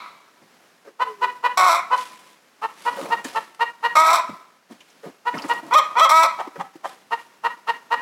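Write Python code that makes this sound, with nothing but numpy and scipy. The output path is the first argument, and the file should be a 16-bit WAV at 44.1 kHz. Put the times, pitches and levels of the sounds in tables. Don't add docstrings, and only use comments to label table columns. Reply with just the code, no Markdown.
import sys
import numpy as np
from scipy import signal
from scipy.fft import rfft, irfft
from scipy.io import wavfile
from scipy.ndimage import uniform_filter1d, minimum_filter1d

SR = 44100
rng = np.random.default_rng(int(sys.argv[2]) if len(sys.argv) > 2 else 0)


def to_linear_factor(level_db):
    exponent = np.asarray(level_db, float) / 20
    return 10 ** exponent


def wav_out(sig):
    wavfile.write(sys.argv[1], SR, np.round(np.clip(np.atleast_2d(sig).T, -1, 1) * 32767).astype(np.int16))


N = 353241
GATE_DEPTH_DB = 9.5

# resonance_hz, width_hz, level_db
SHUT_THROAT = [(480, 390, -14.5), (982, 445, 3.5), (1330, 480, -8), (1842, 258, 4.5), (2780, 600, -6.5),
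               (4080, 950, -14.5), (7600, 10000, -38), (14000, 2400, -40.5)]
OPEN_THROAT = [(687, 316, -4), (1028, 320, 3.5), (1273, 296, 4), (2195, 520, -6), (3855, 970, -16),
               (5620, 1010, -19), (7740, 1020, -21.5), (9930, 1600, -30), (12360, 1900, -30.5),
               (15700, 2100, -38.5)]


def resonate(x, modes):
    out = 0
    for k, (hz, width_hz, db) in enumerate(modes):
        pole = signal.tf2sos(*signal.iirpeak(hz, hz / width_hz, SR))
        out = out + (-1) ** k * to_linear_factor(db) * signal.sosfilt(np.vstack([pole, pole]), x)
    return out


def coloured(x, curve):
    hz, db = np.transpose(curve)
    bins_hz = np.arange(N // 2 + 1) * SR / N
    gain = to_linear_factor(np.interp(np.log(bins_hz + 1), np.log(hz), db))
    y = irfft(rfft(x) * gain, N)
    return y / y.std()


def wobble(n, hz):
    w = signal.lfilter(*signal.butter(2, hz, fs=SR), rng.standard_normal(n + 2000))[2000:]
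    return w / w.std()


def add(track, s, x):
    i = int(s * SR)
    track[i:i + len(x)] += x[:N - i]


def syrinx(hz, rough, half):
    jitter, shimmer, spread, breath = 0.0632, 0.74, .045, .8
    rough, half, n = np.clip(rough, 0, 1), np.clip(half, 0, 1), len(hz)
    phase = np.pi * np.cumsum(hz * (1 + jitter * rough * wobble(n, 260))) / SR
    k = np.arange(1, int(.74 * SR / hz.max()))[:, None]
    lines = np.where(k % 2, half, 1) * np.cos(k * phase - spread * k ** 2)
    pulses = lines.sum(0) * (1 + shimmer * rough * wobble(n, 150))
    hiss = rng.standard_normal(n) * (1 + np.cos(2 * phase)) * np.sqrt(len(k) / 6)
    return np.sqrt(hz / 400) * ((1 - 0.81 * rough) * pulses + breath * rough ** 0.74 * hiss)


def open_beak(t, hz, db, bright, rough, half, throat):
    notch_hz, notch_width_hz = 2825, 290
    voice = signal.lfilter(*signal.iirnotch(notch_hz, notch_hz / notch_width_hz, SR), syrinx(hz, rough, half))
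    low, high = resonate(voice, throat[:4]), resonate(voice, throat[4:])
    edge = np.clip(np.minimum(t - t[0], t[-1] - t) / 0.005, 0, 1)
    level = to_linear_factor(db) / np.sqrt(uniform_filter1d(low ** 2, 900))
    return (low + to_linear_factor(bright + 14) * high) * edge * level


def garden_air():
    # frequency_hz, level_db
    air_curve = [(18, -50), (30, -33), (194, 5.5), (1200, 3), (1630, 2.5), (3580, -5), (5310, -6),
                 (7870, -10.5), (8740, -13.5), (10500, -12), (16000, -20)]
    air_db = -58.5
    return coloured(rng.standard_normal(N), air_curve) * to_linear_factor(air_db + GATE_DEPTH_DB + 0.8 * wobble(N, 2.9))


def earlier_squawk():
    # level_db, t60_s, pitch_hz, line_width_hz, haze_between_lines_db
    db, t60, hz, width, haze_db = (-34.5, 1, 327.5, 25.5, -10)
    noise = signal.lfilter([1, -.9], [1], rng.standard_normal(N))
    lines = resonate(noise, [(k * hz, width, 0) for k in range(1, 14)])
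    tail = resonate(lines + to_linear_factor(haze_db) * noise, OPEN_THROAT[:5])
    return tail / tail.std() * to_linear_factor(db - 60 * np.arange(N) / SR / t60)


def steps():
    # start_s, peak_db, board_hz, push_s, scratch_db
    footfalls = [(0.413, -40, 200, 0.012, -18), (.85, -36, 540, .008, -18), (.872, -32, 393, .01, -23),
                 (2.971, -24, 500, 0.013, -13), (3.01, -28.5, 303, .015, -20),
                 (3.05, -29.5, 564, 0.013, -18.5), (3.245, -28, 258, 0.0064, -7.5),
                 (4.289, -28, 210, 0.013, -26.5), (4.7, -31, 242, .014, -24),
                 (5.032, -29.5, 480, 0.015, -29), (5.059, -27.5, 235, 0.012, -20.5),
                 (5.337, -22.5, 220, 0.011, -34), (5.44, -24.5, 290, 0.0064, -31),
                 (5.63, -32, 271, 0.023, -35), (6.47, -28.5, 332, 0.0054, -22.5),
                 (6.557, -26, 510, 0.0055, -36), (6.575, -32.5, 177, 0.018, -22),
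                 (6.754, -32.5, 310, 0.0022, -22), (7.968, -45, 224, 0.011, -21)]
    # ratio_to_board_pitch, level_db
    board_modes = [(.55, -7), (0.999, 5.5), (1.7, -14.5), (2.6, -9), (4.199, -15.5)]
    damping = 0.43
    out, t = np.zeros(N), np.arange(SR // 4) / SR
    for s, db, hz, push_s, scratch_db in footfalls:
        push = t / push_s * np.exp(-t / push_s)
        modes = [(hz * ratio, damping * hz * ratio, gain_db) for ratio, gain_db in board_modes]
        boards = resonate(rng.standard_normal(len(t)) * push, modes)
        claw = signal.lfilter([1, -1], [1, -.6], rng.standard_normal(len(t))) * np.exp(-t / (1.1 * push_s))
        thump = boards / np.abs(boards).max() + 0.24 * to_linear_factor(scratch_db) * claw
        add(out, s - .4 * push_s, to_linear_factor(db + 1.0) * thump)
    return out


def coo():
    # centre_s, peak_db, width_s
    swells = [
        (1.01, -50, .06),
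        (1.11, -34.5, .045),
        (1.235, -34, .048),
    ]
    start_s, length_s, high_hz, low_hz, sink_s = .98, .36, 545, 384, .105
    t = np.arange(0, length_s, 1 / SR)
    hz = low_hz + (high_hz - low_hz) * np.exp(-t / sink_s)
    phase = 2 * np.pi * np.cumsum(hz) / SR
    swell = sum(to_linear_factor(db) * np.exp(-((t + start_s - s) / width) ** 2) for s, db, width in swells)
    out = np.zeros(N)
    add(out, start_s, swell * (np.sin(phase) + to_linear_factor(-35) * np.sin(2 * phase)))
    return out


def cluck_run(rows, throat, length, hoarse, gain_db=-2, scoop=0.2517, half=0.39):
    out = np.zeros(N)
    u = np.arange(int(length * SR)) / (length * SR)
    swell = np.sin(np.pi * u ** 1.594)
    for s, db, hz, open_db in rows:
        pitch = hz / 2 * (1 - scoop * np.exp(-u / 0.1706) - 0.032 * u ** 3)
        voice = syrinx(pitch, hoarse * (1 + 1.95 * np.exp(-u / 0.31)), half * hoarse)
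        low = resonate(np.pad(voice * swell ** .9, (0, 600)), throat[:3])
        high = resonate(np.pad(voice * swell ** 1.5, (0, 600)), throat[3:])
        voice = low - to_linear_factor(open_db + 5.5) * high
        add(out, s - 0.33 * length, voice * to_linear_factor(db + gain_db - 8.5) / voice.std())
    return out


def short_clucks():
    # start_s, peak_db, second_partial_hz, beak_opening_db
    rows = [
        (1.005, -10, 1020, -14),
        (1.225, -8.5, 1007, -12),
        (1.443, -8, 1009, -11),
        (1.919, -6, 1020, -15.5),
        (2.864, -11, 981, -15),
        (3.113, -10.5, 947, -11.5),
        (3.606, -9.5, 958.3, -10),
        (3.839, -9.5, 964, -8.5),
        (5.264, -12, 984, -14),
        (5.497, -10, 967.5, -11.5),
    ]
    return cluck_run(rows, SHUT_THROAT, length=.056, hoarse=.21)


def squawk(rows, half):
    treble_db, rough_lift_db, grow_db_per_s, shut_db, shut_s = -17.5, 8, 18, -12, 0.044
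    s, *columns = np.transpose(rows)
    t = np.arange(s[0], s[-1], 1 / SR)
    hz, db, rough = (np.interp(t, s, c) for c in columns)
    shut = np.clip(1 - (s[-1] - t) / shut_s, 0, 1)
    bright = treble_db + rough_lift_db * rough + grow_db_per_s * (t - s[0]) + shut_db * shut
    bright = bright + 2.55 * wobble(len(t), 36)
    return open_beak(t, hz, db, bright, rough, half, OPEN_THROAT)


def squawks():
    # time_s, pitch_hz, level_db, roughness (0-1)
    first = [
        (1.572, 371.9, -10.5, 0.38),
        (1.68, 368, -13.5, 0.42),
        (1.695, 332.3, -12.5, .2),
        (1.731, 335.2, -16, 0.4),
        (1.809, 356.8, -25, 0.6),
    ]
    second = [
        (3.953, 300.8, -10, 0.93),
        (3.985, 313.5, -8, 0.077),
        (4.02, 322.3, -12, 0.013),
        (4.05, 318.6, -15.5, 0.35),
        (4.147, 339.3, -11.5, 0.48),
        (4.167, 326.3, -21, 0.72),
        (4.21, 336, -21.5, 0.4),
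    ]
    third = [
        (6.09, 267.8, -15, 1),
        (6.122, 317.2, -9.5, .09),
        (6.165, 322.9, -11, 0.0089),
        (6.222, 326.6, -12, .02),
        (6.233, 324.5, -10, 0.6),
        (6.272, 305, -20.5, 1),
    ]
    half_shares = (0.23, 0.19, .02)
    out = np.zeros(N)
    for call, half in zip((first, second, third), half_shares):
        add(out, call[0][0], squawk(call, half))
    return out


def scuffle():
    # time_s, peak_db, rise_db_per_s, fade_db_per_s, dull_knock_share_db
    kick_rows = [(1.98, -38.5, 400, 57, -34), (2.3, -54.5, 190, 246, -4), (2.85, -41, 94, 160, -24),
                 (3.02, -42, 127, 62, 8.5), (3.246, -38, 2998, 63, -4), (4.72, -52.5, 500, 86, -0.5),
                 (4.9, -54, 200, 97, -19), (6.87, -44.5, 496, 86, -3), (7.22, -50, 153, 202, -8),
                 (5.344, -46.5, 3000, 30, 10.5), (5.486, -46, 300, 247, -16), (5.66, -62, 219, 60, 5.5)]
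    # frequency_hz, level_db
    litter_curve = [(300, -17.5), (1000, -11), (2000, -4.5), (4000, -8), (7000, -12.5), (11000, -15),
                    (16000, -31.5)]
    knock_curve = [(70, -29), (180, -1), (300, -3.5), (600, 0), (1100, 0.5), (2500, -33.5)]
    grains_per_s, scatter_db, hiss = 700, 3.0, 2.1
    t = np.arange(N) / SR
    kicks = [to_linear_factor(db - np.maximum(rise * (s - t), fade * (t - s))) for s, db, rise, fade, _ in kick_rows]
    grains = (rng.random(N) < grains_per_s / SR) * to_linear_factor(scatter_db * rng.exponential(size=N))
    noise = rng.standard_normal((2, N)) * (signal.lfilter([1], [1, -.985], grains) + hiss)
    knock = sum(kick * to_linear_factor(row[4]) for kick, row in zip(kicks, kick_rows))
    return sum(kicks) * coloured(noise[0], litter_curve) + knock * coloured(noise[1], knock_curve)


def cracked_clucks():
    # start_s, peak_db, second_partial_hz, beak_opening_db
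    rows = [
        (2.628, -16, 910, -15),
        (3.356, -14, 914, -12.5),
        (7.116, -14, 941.5, -12.5),
        (7.444, -12, 951.7, -11.5),
        (7.679, -12.5, 944.6, -9),
        (7.917, -10, 962, -9.5),
    ]
    return cluck_run(rows, SHUT_THROAT, length=.052, hoarse=0.3, gain_db=-1.3, half=1.12)


def ticks():
    # start_s, peak_db, centre_hz
    snaps = [(3.246, -27, 7040), (3.249, -24, 1790), (4.805, -34.5, 2700), (4.805, -40, 6420),
             (4.9, -40, 6000), (5.341, -23, 1870), (5.371, -21.5, 1270), (5.38, -30.5, 5100),
             (5.386, -26.5, 2600), (5.42, -28, 4900), (5.439, -28.5, 1970), (5.485, -34, 7500)]
    t60, width = 0.046, 0.27
    out, t = np.zeros(N), np.arange(SR // 20) / SR
    for s, db, hz in snaps:
        snap = resonate(rng.standard_normal(len(t)) * to_linear_factor(-60 * t / t60), [(hz, width * hz, 0)])
        add(out, s, to_linear_factor(db) * snap / np.abs(snap).max())
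    return out


def yelp(start, up, back, end, head_hz):
    # resonance_hz, width_hz, level_db
    yelp_throat = [(620, 1500, -21), (1020, 605, 4), (1304, 340, 2.5), (2020, 680, -8), (3316, 270, -6),
                   (3960, 480, -15.5), (5740, 1070, -20), (7500, 760, -24), (11900, 9300, -35.5)]
    start_hz, chest_hz, strain_hz, back_hz, end_hz = 441, 492.2, 507.2, 551.5, 507
    scoop_s, flip_s, loud_db, quiet_db = 0.0245, 0.0089, -11, -31.5
    t = np.arange(start, end, 1 / SR)
    s = start, start + scoop_s, up - flip_s, up + flip_s, back, back + flip_s, end
    hz = np.interp(t, s, (start_hz, chest_hz, strain_hz, .97 * head_hz, head_hz, back_hz, end_hz))
    db = np.interp(t, s, (quiet_db, loud_db - 2, loud_db, loud_db + 2.5, loud_db - .8, loud_db - 0.5, quiet_db + 12))
    bright = np.interp(t, s, (-38.5, -28, -9.5, -21.5, -9.5, -9.5, -29))
    rough = np.interp(t, s, (0.45, 0.2, 0.56, 0.044, 0.052, 0.37, .15))
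    return open_beak(t, hz, db, bright, rough, 0.86 * rough, yelp_throat)


def yelps():
    # start_s, flips_up_s, flips_back_s, end_s, head_pitch_hz
    cries = [
        (5.706, 5.749, 5.783, 5.808, 633.2),
        (5.95, 6.008, 6.045, 6.075, 663.3),
    ]
    out = np.zeros(N)
    for cry in cries:
        add(out, cry[0], yelp(*cry))
    return out


def grumbles():
    # start_s, peak_db, second_partial_hz, beak_opening_db
    rows = [
        (6.392, -20, 770, -11.5),
        (6.597, -21, 802, -8.5),
        (6.842, -21.5, 790, -11),
    ]
    # resonance_hz, width_hz, level_db
    low_throat = [(404, 850, -35), (790, 464, 8), (1210, 680, -7.5), (1800, 350, 2.5), (3160, 1300, -19.5),
                  (5600, 4500, -21.5)]
    return cluck_run(rows, low_throat, length=.04, hoarse=0.52, gain_db=1.0, scoop=0.117)


def yard():
    coop_db, coop_t60 = -11, 0.066
    wall_db, wall_s, wall_spread_s = -17.5, 0.05, 0.03
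    trees_db, trees_t60 = -20.5, 0.85
    t = np.arange(SR) / SR
    coop = np.exp(-np.log(1000) * t / coop_t60) * (t > .003)
    wall = np.exp(-((t - wall_s) / wall_spread_s) ** 2)
    trees = np.exp(-np.log(1000) * t / trees_t60) * (1 - np.exp(-t / 0.0033))
    out = signal.unit_impulse(SR)
    for shape, db, band_hz in ((coop, coop_db, [150, 9000]), (wall, wall_db, [700, 4000]),
                               (trees, trees_db, [600, 3500])):
        tail = signal.lfilter(*signal.butter(1, band_hz, "band", fs=SR), rng.standard_normal(SR)) * shape
        out = out + to_linear_factor(db) * tail / np.sqrt(np.sum(tail ** 2))
    return out


def scene():
    hens = coo() + short_clucks() + squawks() + cracked_clucks() + yelps() + grumbles()
    floor = steps() + scuffle() + ticks()
    echoed = signal.fftconvolve(hens + floor, yard())[:N]
    return (echoed + earlier_squawk() + garden_air())[None]


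def low_pass(x):
    return signal.sosfilt(signal.butter(12, 16460, fs=SR, output="sos"), x)


def record(dry):
    gate_db, knee_db, close_s = -40.5, 19.5, 0.0027
    top, squeeze = 0.38, 0.3
    x = np.tanh(.8 * dry) / .8
    x = signal.sosfilt(signal.butter(3, 110, "high", fs=SR, output="sos"), x)
    heard_db = 10 * np.log10(uniform_filter1d(x ** 2, int(0.0082 * SR)) + 1e-12)
    opening = np.clip(0.5 + (heard_db - gate_db) / knee_db, 0, 1)
    fall = np.exp(-1 / (close_s * SR))
    opening = np.maximum(opening, signal.lfilter([1 - fall], [1, -fall], opening))
    x = x * to_linear_factor(GATE_DEPTH_DB * (opening - 1))
    peak = uniform_filter1d(-minimum_filter1d(-np.abs(x), size=500), size=500)
    return low_pass(x * np.minimum(1, top / peak) ** squeeze)


dry = scene()
out = record(dry)
wav_out(out)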